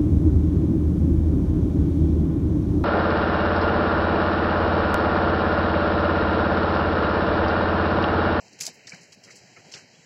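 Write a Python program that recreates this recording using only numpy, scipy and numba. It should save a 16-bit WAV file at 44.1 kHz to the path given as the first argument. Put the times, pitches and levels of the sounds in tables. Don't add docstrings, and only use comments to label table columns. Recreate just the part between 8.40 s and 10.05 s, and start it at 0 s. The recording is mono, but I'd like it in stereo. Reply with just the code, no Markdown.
import sys
import numpy as np
from scipy import signal
from scipy.fft import rfft, irfft
from scipy.io import wavfile
from scipy.ndimage import uniform_filter1d
from numba import njit

SR = 44100
rng = np.random.default_rng(int(sys.argv[2]) if len(sys.argv) > 2 else 0)


def wav_out(sig):
    wavfile.write(sys.argv[1], SR, np.round(np.clip(np.atleast_2d(sig).T, -1, 1) * 32767).astype(np.int16))


def natural_amplitude(level_db):
    exponent = np.asarray(level_db, float) / 20
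    return 10 ** exponent


N = 72765

# (frequency [Hz], density [dB per Hz])
FIELD_COLOUR = [(40, -23), (120, -4.5), (300, -10.5), (700, -10), (1150, -17), (2300, -11), (7000, -18),
                (16000, -27)]
# (time [s], level [dB])
FIELD_LEVEL = [(0.0, -50), (.18, -51), (.3, -49.5), (0.43, -50), (.55, -48), (0.66, -52), (.8, -53),
               (0.91, -50), (1.074, -50), (1.2, -51.5), (1.308, -48.5), (1.42, -50), (1.534, -53.5),
               (1.65, -51)]
# (frequency [Hz], peak [dB], decay [cycles])
EXHAUST = [(111.4, -56, 3), (174, -54, 2.3), (258, -70, 5.3), (457, -54, 5)]
# (time [s], peak [dB], pitch [Hz], decay [cycles])
THUDS = [(.216, -40, 150, 3), (.276, -38, 720, 6), (.279, -39, 630, 6), (.279, -44, 290, 4),
         (.28, -43, 480, 5), (.292, -42.5, 165, 3), (.455, -46, 260, 1.5), (.533, -33.5, 170, 3),
         (.62, -48, 150, 3), (.858, -50, 200, 2), (1.18, -50, 130, 3), (1.3375, -40, 660, 5),
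         (1.165, -52, 620, 5), (.218, -45, 450, 6), (.207, -48, 250, 3), (.464, -47, 120, 3),
         (1.345, -51, 105, 3), (1.243, -47, 690, 5), (1.251, -48, 640, 5)]
# (time [s], level [dB], length [s], centre [Hz])
SLOSHES = [
    (0.207, -68, 0.0082, 2500),
    (0.252, -48, 0.024, 2800),
    (0.271, -46.5, 0.01475, 719),
    (0.466, -72, 0.014, 1940),
    (0.516, -39, 0.035, 2040),
    (0.719, -47.5, 0.031, 2290),
    (0.863, -42.5, 0.05, 1680),
    (1.168, -46, 0.037, 1790),
    (1.336, -46, 0.019, 2920),
    (1.349, -42, 0.048, 1470),
]
# (time [s], peak [dB], pitch [Hz], left-right [dB])
BUBBLES = [(0.2079, -33, 2240, -10), (0.2118, -32.5, 2550, -26), (0.4748, -36.5, 1947, -19),
           (0.5068, -39, 1590, -7.5), (0.5205, -27, 2260, -8), (0.533, -38.5, 1560, -17.5),
           (0.5458, -39, 2110, -11), (0.884, -47, 1960, -18), (0.905, -37.5, 2100, -13),
           (1.1638, -38.5, 2103, 4), (1.169, -43, 2250, -3), (1.166, -46, 1330, 10.5),
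           (1.3385, -32, 2920, -15), (1.365, -40, 2000, -21)]
# (time [s], peak [dB], ring [Hz], left-right [dB])
SLAPS = [(0.0826, -40, 5200, -15), (0.1336, -40, 5700, -14), (0.1891, -38, 5400, -17),
         (0.1907, -37, 5700, -16), (0.1917, -39, 5700, -17), (0.2042, -29, 6100, 10),
         (0.2083, -20, 6000, 14), (0.2098, -13, 5600, 7), (0.2106, -9, 6300, 9), (0.2114, -13, 6100, 8),
         (0.2222, -22, 5200, 14), (0.2317, -22, 6600, 12), (0.2341, -26, 6000, 12), (0.2352, -26, 5400, 15),
         (0.2359, -21, 5700, 13), (0.2519, -29, 6300, 19), (0.2553, -27, 5500, 19), (0.256, -25, 6000, 15),
         (0.265, -24, 6300, 16), (0.2659, -24, 5500, 13), (0.2667, -13, 5900, 15), (0.2681, -20, 5800, 6),
         (0.2691, -22, 6500, 11), (0.2793, -25, 5900, 13), (0.2841, -27, 5700, 12),
         (0.4704, -36, 5400, -17), (0.4714, -31, 5700, -14), (0.4724, -32, 6000, -16),
         (0.474, -32, 5400, -13), (0.4767, -31, 5300, -14), (0.4947, -30, 5700, -15),
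         (0.501, -37, 5500, -17), (0.5024, -35, 5200, -13), (0.5463, -33, 4900, -6),
         (0.6335, -39, 6400, -11), (0.7254, -37, 5100, 19), (0.7482, -42, 5400, 13),
         (0.8348, -43, 5700, -14), (0.8388, -34, 5400, -17), (0.84, -36, 6100, -8),
         (0.9117, -37, 5100, -11), (0.9248, -37, 4600, -8), (1.3234, -36, 5900, -16),
         (1.3251, -36, 6000, -16), (1.3386, -29, 5400, -17), (1.3398, -31, 5300, -16),
         (1.3407, -32, 5600, -13), (1.3421, -31, 4700, -17), (1.3451, -32, 5100, -17),
         (1.3587, -32, 5400, -15)]
# (time [s], level [dB], fade [s], left-right [dB], tilt [dB per octave])
SPRAYS = [(0.049, -66.5, 0.041, -15, 6), (0.126, -55, 0.016, -5.5, 7), (0.187, -44.5, 0.0083, 0, 1),
          (0.202, -41.5, 0.004, 20, 4), (0.206, -32, 0.014, 7, 8), (0.23, -44, 0.018, 20.5, -0.5),
          (0.25, -44.5, 0.018, 16, 10), (0.262, -37.5, 0.0099, 17, 3.5), (0.273, -41.5, 0.019, 1.5, 0.5),
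          (0.336, -69.5, 0.017, 15, 20), (0.47, -46.5, 0.012, -13.5, 1), (0.489, -61, 0.021, -33.5, 0),
          (0.517, -52, 0.045, -4, -2.5), (0.545, -52.5, 0.0048, -16, 9), (0.609, -57, 0.036, -3, 8.5),
          (0.72, -47.5, 0.012, 8, 2.5), (0.743, -59, 0.0038, -1, 20), (0.836, -52, 0.016, -13.5, 5),
          (0.872, -60.5, 0.017, -2, -1), (0.903, -52, 0.022, -6.5, 3.5), (0.954, -53, 0.021, 10.5, 7),
          (1.162, -59, 0.035, -1, -4), (1.242, -59, 0.037, -5, -3.5), (1.314, -48.5, 0.02, -12.5, 1),
          (1.3395, -45, 0.017, -12.5, -1.5), (1.364, -49, 0.03, -8, -0.5), (1.53, -59, 0.025, 3, -3)]
# (frequency [Hz], level [dB])
SPRAY_COLOUR = [(250, -18.5), (1100, -11.5), (2200, -2.5), (3500, -5.5), (4300, 6.5), (7000, 1),
                (9000, 5.5), (16000, -19.5)]
# (frequency [Hz], lead [radians])
PORT_LEAD = [(60, 0.073), (350, 1.1), (700, 1.34), (1250, 2.84), (1900, 1.91), (2500, 1.73), (3400, 3.2),
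             (6000, 2.13)]
# (frequency [Hz], coherence [0-1])
PORT_LIKENESS = [(60, 0.17), (200, 1), (600, 0.83), (1250, 0.94), (2200, 0.2), (3500, 0.59), (4300, 0.27),
                 (7000, 0)]
# (frequency [Hz], left-right [dB])
PORT_BALANCE = [(90, -2.5), (200, 8), (700, 0), (2000, 4.5), (4500, -2), (15000, 7)]
# (frequency [Hz], share of the left-right level [ratio])
SHADOW = [(2500, -0.1851), (5000, 1.05), (8000, 1.19), (12000, 1.3)]
# (low [Hz], high [Hz], opens above [dB], share of the widening [0-1])
HOLES = [(3150, 3320, -74, 1), (3320, 3450, -71, 1), (3450, 3830, -58, 0)]
# (time [s], rise of the opening level [dB])
HOLE_WIDENS = [(.62, 12), (.72, 0), (1.37, 0), (1.39, 12), (1.46, 10), (1.5, 0)]
# (frequency [Hz], opens above [dB])
GATE_OPENS = [(8200, -85), (8900, -86), (9300, -95), (12500, -95), (13500, -91), (16000, -88)]

BEAT_S, BEAT_HZ = 0.044, 12.3
SLAP_CYCLES, SLAP_SPREAD, SLAP_SMEAR_S = 5.5, 0.11, 0.0003


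def at(table, hz):
    table = np.array(table, float)
    return np.interp(np.log(np.maximum(hz, 1)), np.log(table[:, 0]), table[:, 1])


def walk(rate):
    k = int(SR / rate)
    steps = np.repeat(rng.standard_normal(N // k + 1), k)
    return 1.36 * uniform_filter1d(uniform_filter1d(steps, k), k)[:N]


@njit
def ring(out, start, turn, cycles, rise, left, right):
    for k in range(len(start)):
        fade = turn[k] / (2 * np.pi * cycles[k]) * 3
        p = np.exp(1j * turn[k] - fade)
        glide = np.exp(1j * turn[k] * rise * fade / 3)
        z, onset = 2 + 0j, 1.
        for i in range(start[k], min(out.shape[1], start[k] + int(6 / fade))):
            z *= p
            p *= glide
            onset *= np.exp(-1.5 * fade)
            out[0, i] += (z * left[k]).imag * (1 - onset)
            out[1, i] += (z * right[k]).imag * (1 - onset)
    return out


def ports(s, hz, cycles, rise, left, right):
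    chance = rng.standard_normal((len(s), 2)).T
    likeness = np.clip(at(PORT_LIKENESS, hz), 0.02, 1)
    lead = at(PORT_LEAD, hz) + chance[0] * np.sqrt(-np.log(likeness) * 2)
    side = natural_amplitude(at(PORT_BALANCE, hz) / 2)
    phase = np.exp(3j * chance[1])
    start, turn = (s * SR).astype(np.int64), 2 * np.pi * hz / SR
    return ring(np.zeros((2, N)), start, turn, cycles + 0. * s, float(rise),
                left * side * phase, right / side * phase * np.exp(1j * lead))


def field():
    flicker_db, throb_db, gain_db = 1.8, 3, 0.5
    t = np.arange(N) / SR
    hz = np.fft.rfftfreq(N, 1 / SR)
    a, b = rfft(rng.standard_normal((2, N)))
    like = np.clip(at(PORT_LIKENESS, hz), 0, 1)
    side = natural_amplitude(at(PORT_BALANCE, hz) / 2)
    right = like * a * np.exp(1j * at(PORT_LEAD, hz)) + np.sqrt(1 - like ** 2) * b
    pair = np.array([a * side, right / side]) * natural_amplitude(at(FIELD_COLOUR, hz))
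    place = 2 * np.log2(np.maximum(hz, 20) / 20)
    throb = np.cos(2 * np.pi * BEAT_HZ * (t - BEAT_S - 0.014))
    out = 0
    for band in range(21):
        level_db = flicker_db * walk(17.4) + (band < 10) * throb_db * throb
        out = out + natural_amplitude(level_db) * irfft(pair * np.maximum(1 - abs(place - band), 0), N)
    return out / out.std() * natural_amplitude(gain_db + np.interp(t, *np.array(FIELD_LEVEL).T))


def pump(count=20):
    scatter_db, jitter_s = 1.5, 0.004
    hz, db, cycles = np.array(EXHAUST, float).T
    chance = rng.standard_normal((count, 2, len(hz)))
    beats = BEAT_S + np.arange(count)[:, None] / BEAT_HZ
    s = np.maximum(beats + jitter_s * chance[:, 0], 0)
    size = natural_amplitude(db + scatter_db * chance[:, 1]).ravel()
    return ports(s.ravel(), np.tile(hz, count), np.tile(cycles, count), 0.026, size, size)


def thuds():
    s, db, hz, cycles = np.array(THUDS, float).T
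    return ports(s, hz, cycles, 0.028, natural_amplitude(db), natural_amplitude(db))


def slosh(count=40):
    octaves, cycles = 0.4, 5.8
    s, db, length, hz = np.array(SLOSHES, float).T[:, :, None]
    chance = rng.random((len(SLOSHES), count, 3))
    size = (natural_amplitude(db) * (0.12 + chance[..., 2])).ravel()
    when = s + length * chance[..., 0]
    pitch = hz * 2 ** (octaves * (2 * chance[..., 1] - 1))
    return ports(when.ravel(), pitch.ravel(), cycles, 0.015, size, size)


def hits(table, cycles, rise, gain_db, spread, smear_s, count):
    s, db, hz, pan_db = np.array(table, float).T[:, :, None]
    neighbour = np.arange(count) > 0
    late, off = rng.random((len(table), count, 2)).transpose(2, 0, 1) * neighbour
    s = s + smear_s * late
    db = db + gain_db - 5 * neighbour
    hz = hz * (1 + spread * off * 2 * (-1) ** np.arange(count))
    left, right = natural_amplitude(db + pan_db / 2), natural_amplitude(db - pan_db / 2)
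    return ports(s.ravel(), hz.ravel(), cycles, rise, left.ravel(), right.ravel())


def bubbles():
    return hits(BUBBLES, cycles=17, rise=0.004, gain_db=-3, spread=0.05, smear_s=0.005, count=3)


def slaps():
    return hits(SLAPS, SLAP_CYCLES, 0.014, -0.5, SLAP_SPREAD, SLAP_SMEAR_S, count=2)


def cracks():
    higher = np.array(SLAPS) * (1, 1, 2.1, 1)
    return hits(higher, SLAP_CYCLES, 0.0086, -8, 2 * SLAP_SPREAD, 2 * SLAP_SMEAR_S, count=3)


def spray(count=36000):
    rise_s, stop, trickle_db = 0.002, 1.63, -71
    cycles, scatter_db = 6, 2.2
    when, pitch, size = rng.random((count, 3)).T
    s, hz = when * N / SR, 200 * 80 ** np.sqrt(pitch)
    start, db, fade, pan_db, tilt_db = np.array(SPRAYS).T[:, :, None]
    age = np.maximum(s - start, 0)
    power = natural_amplitude(2 * (db + tilt_db * np.log2(hz / 5000)))
    power = power * (1 - np.exp(-age / rise_s)) ** 2 * np.exp(-(age / fade) ** stop)
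    shade = natural_amplitude(pan_db * at(SHADOW, hz))
    drop = natural_amplitude(at(SPRAY_COLOUR, hz) - scatter_db * np.log(1.01 - size))
    trickle = natural_amplitude(2 * trickle_db)
    left = drop * np.sqrt((power * shade).sum(axis=0) + trickle)
    right = drop * np.sqrt((power / shade).sum(axis=0) + trickle)
    return ports(s, hz, cycles, 0.18, left, right)


def scene():
    return field() + spray() + slosh() + thuds() + pump() + slaps() + cracks() + bubbles()


def faint(x, lo_hz, hi_hz, opens_db):
    hz = np.fft.rfftfreq(N, 1 / SR)
    band = irfft(rfft(x) * (hz > lo_hz) * (hz < hi_hz), N)
    power = uniform_filter1d(band ** 2, size=800)
    closed = 1 / (1 + (power / natural_amplitude(2 * opens_db)) ** 6)
    return band * uniform_filter1d(closed, size=400)


def thin(x):
    from_hz, under_db, stops_db = 8150, 3.5, -76
    hz, _, lines = signal.stft(x, SR, nperseg=1024)
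    power = abs(lines) ** 2
    near = uniform_filter1d(power, size=25, axis=1)
    quiet = near < natural_amplitude(2 * stops_db)
    weak = (power < natural_amplitude(2 * under_db) * near) & quiet & (hz[:, None] > from_hz)
    return signal.istft(lines * ~weak, SR, nperseg=1024)[1][:, :N]


def band_limit(x):
    return signal.sosfilt(signal.butter(12, 16480, fs=SR, output="sos"), x)


def record(dry):
    edge_hz, treble_db, low_cut_hz, gate_width_hz = 7864, -13, 99, 350
    hz = np.fft.rfftfreq(N, 1 / SR)
    shelf = natural_amplitude(np.interp(hz, (edge_hz - 150, edge_hz + 150), (0, treble_db)))
    low_cut = 1 / np.sqrt(1 + (low_cut_hz / (hz + 1)) ** 4)
    x = irfft(rfft(dry) * shelf * low_cut * (hz < 15950), N)
    wide_db = np.interp(np.arange(N) / SR, *np.array(HOLE_WIDENS).T)
    centre = x.mean(axis=0)
    lost = 0
    for lo, hi, db, share in HOLES:
        lost = lost + faint(centre, lo, hi, db + share * wide_db)
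    for lo in np.arange(8150, 15950, gate_width_hz):
        lost = lost + faint(x, lo, lo + gate_width_hz, at(GATE_OPENS, lo))
    return band_limit(thin(x - lost))


dry = scene()
out = record(dry)
wav_out(out)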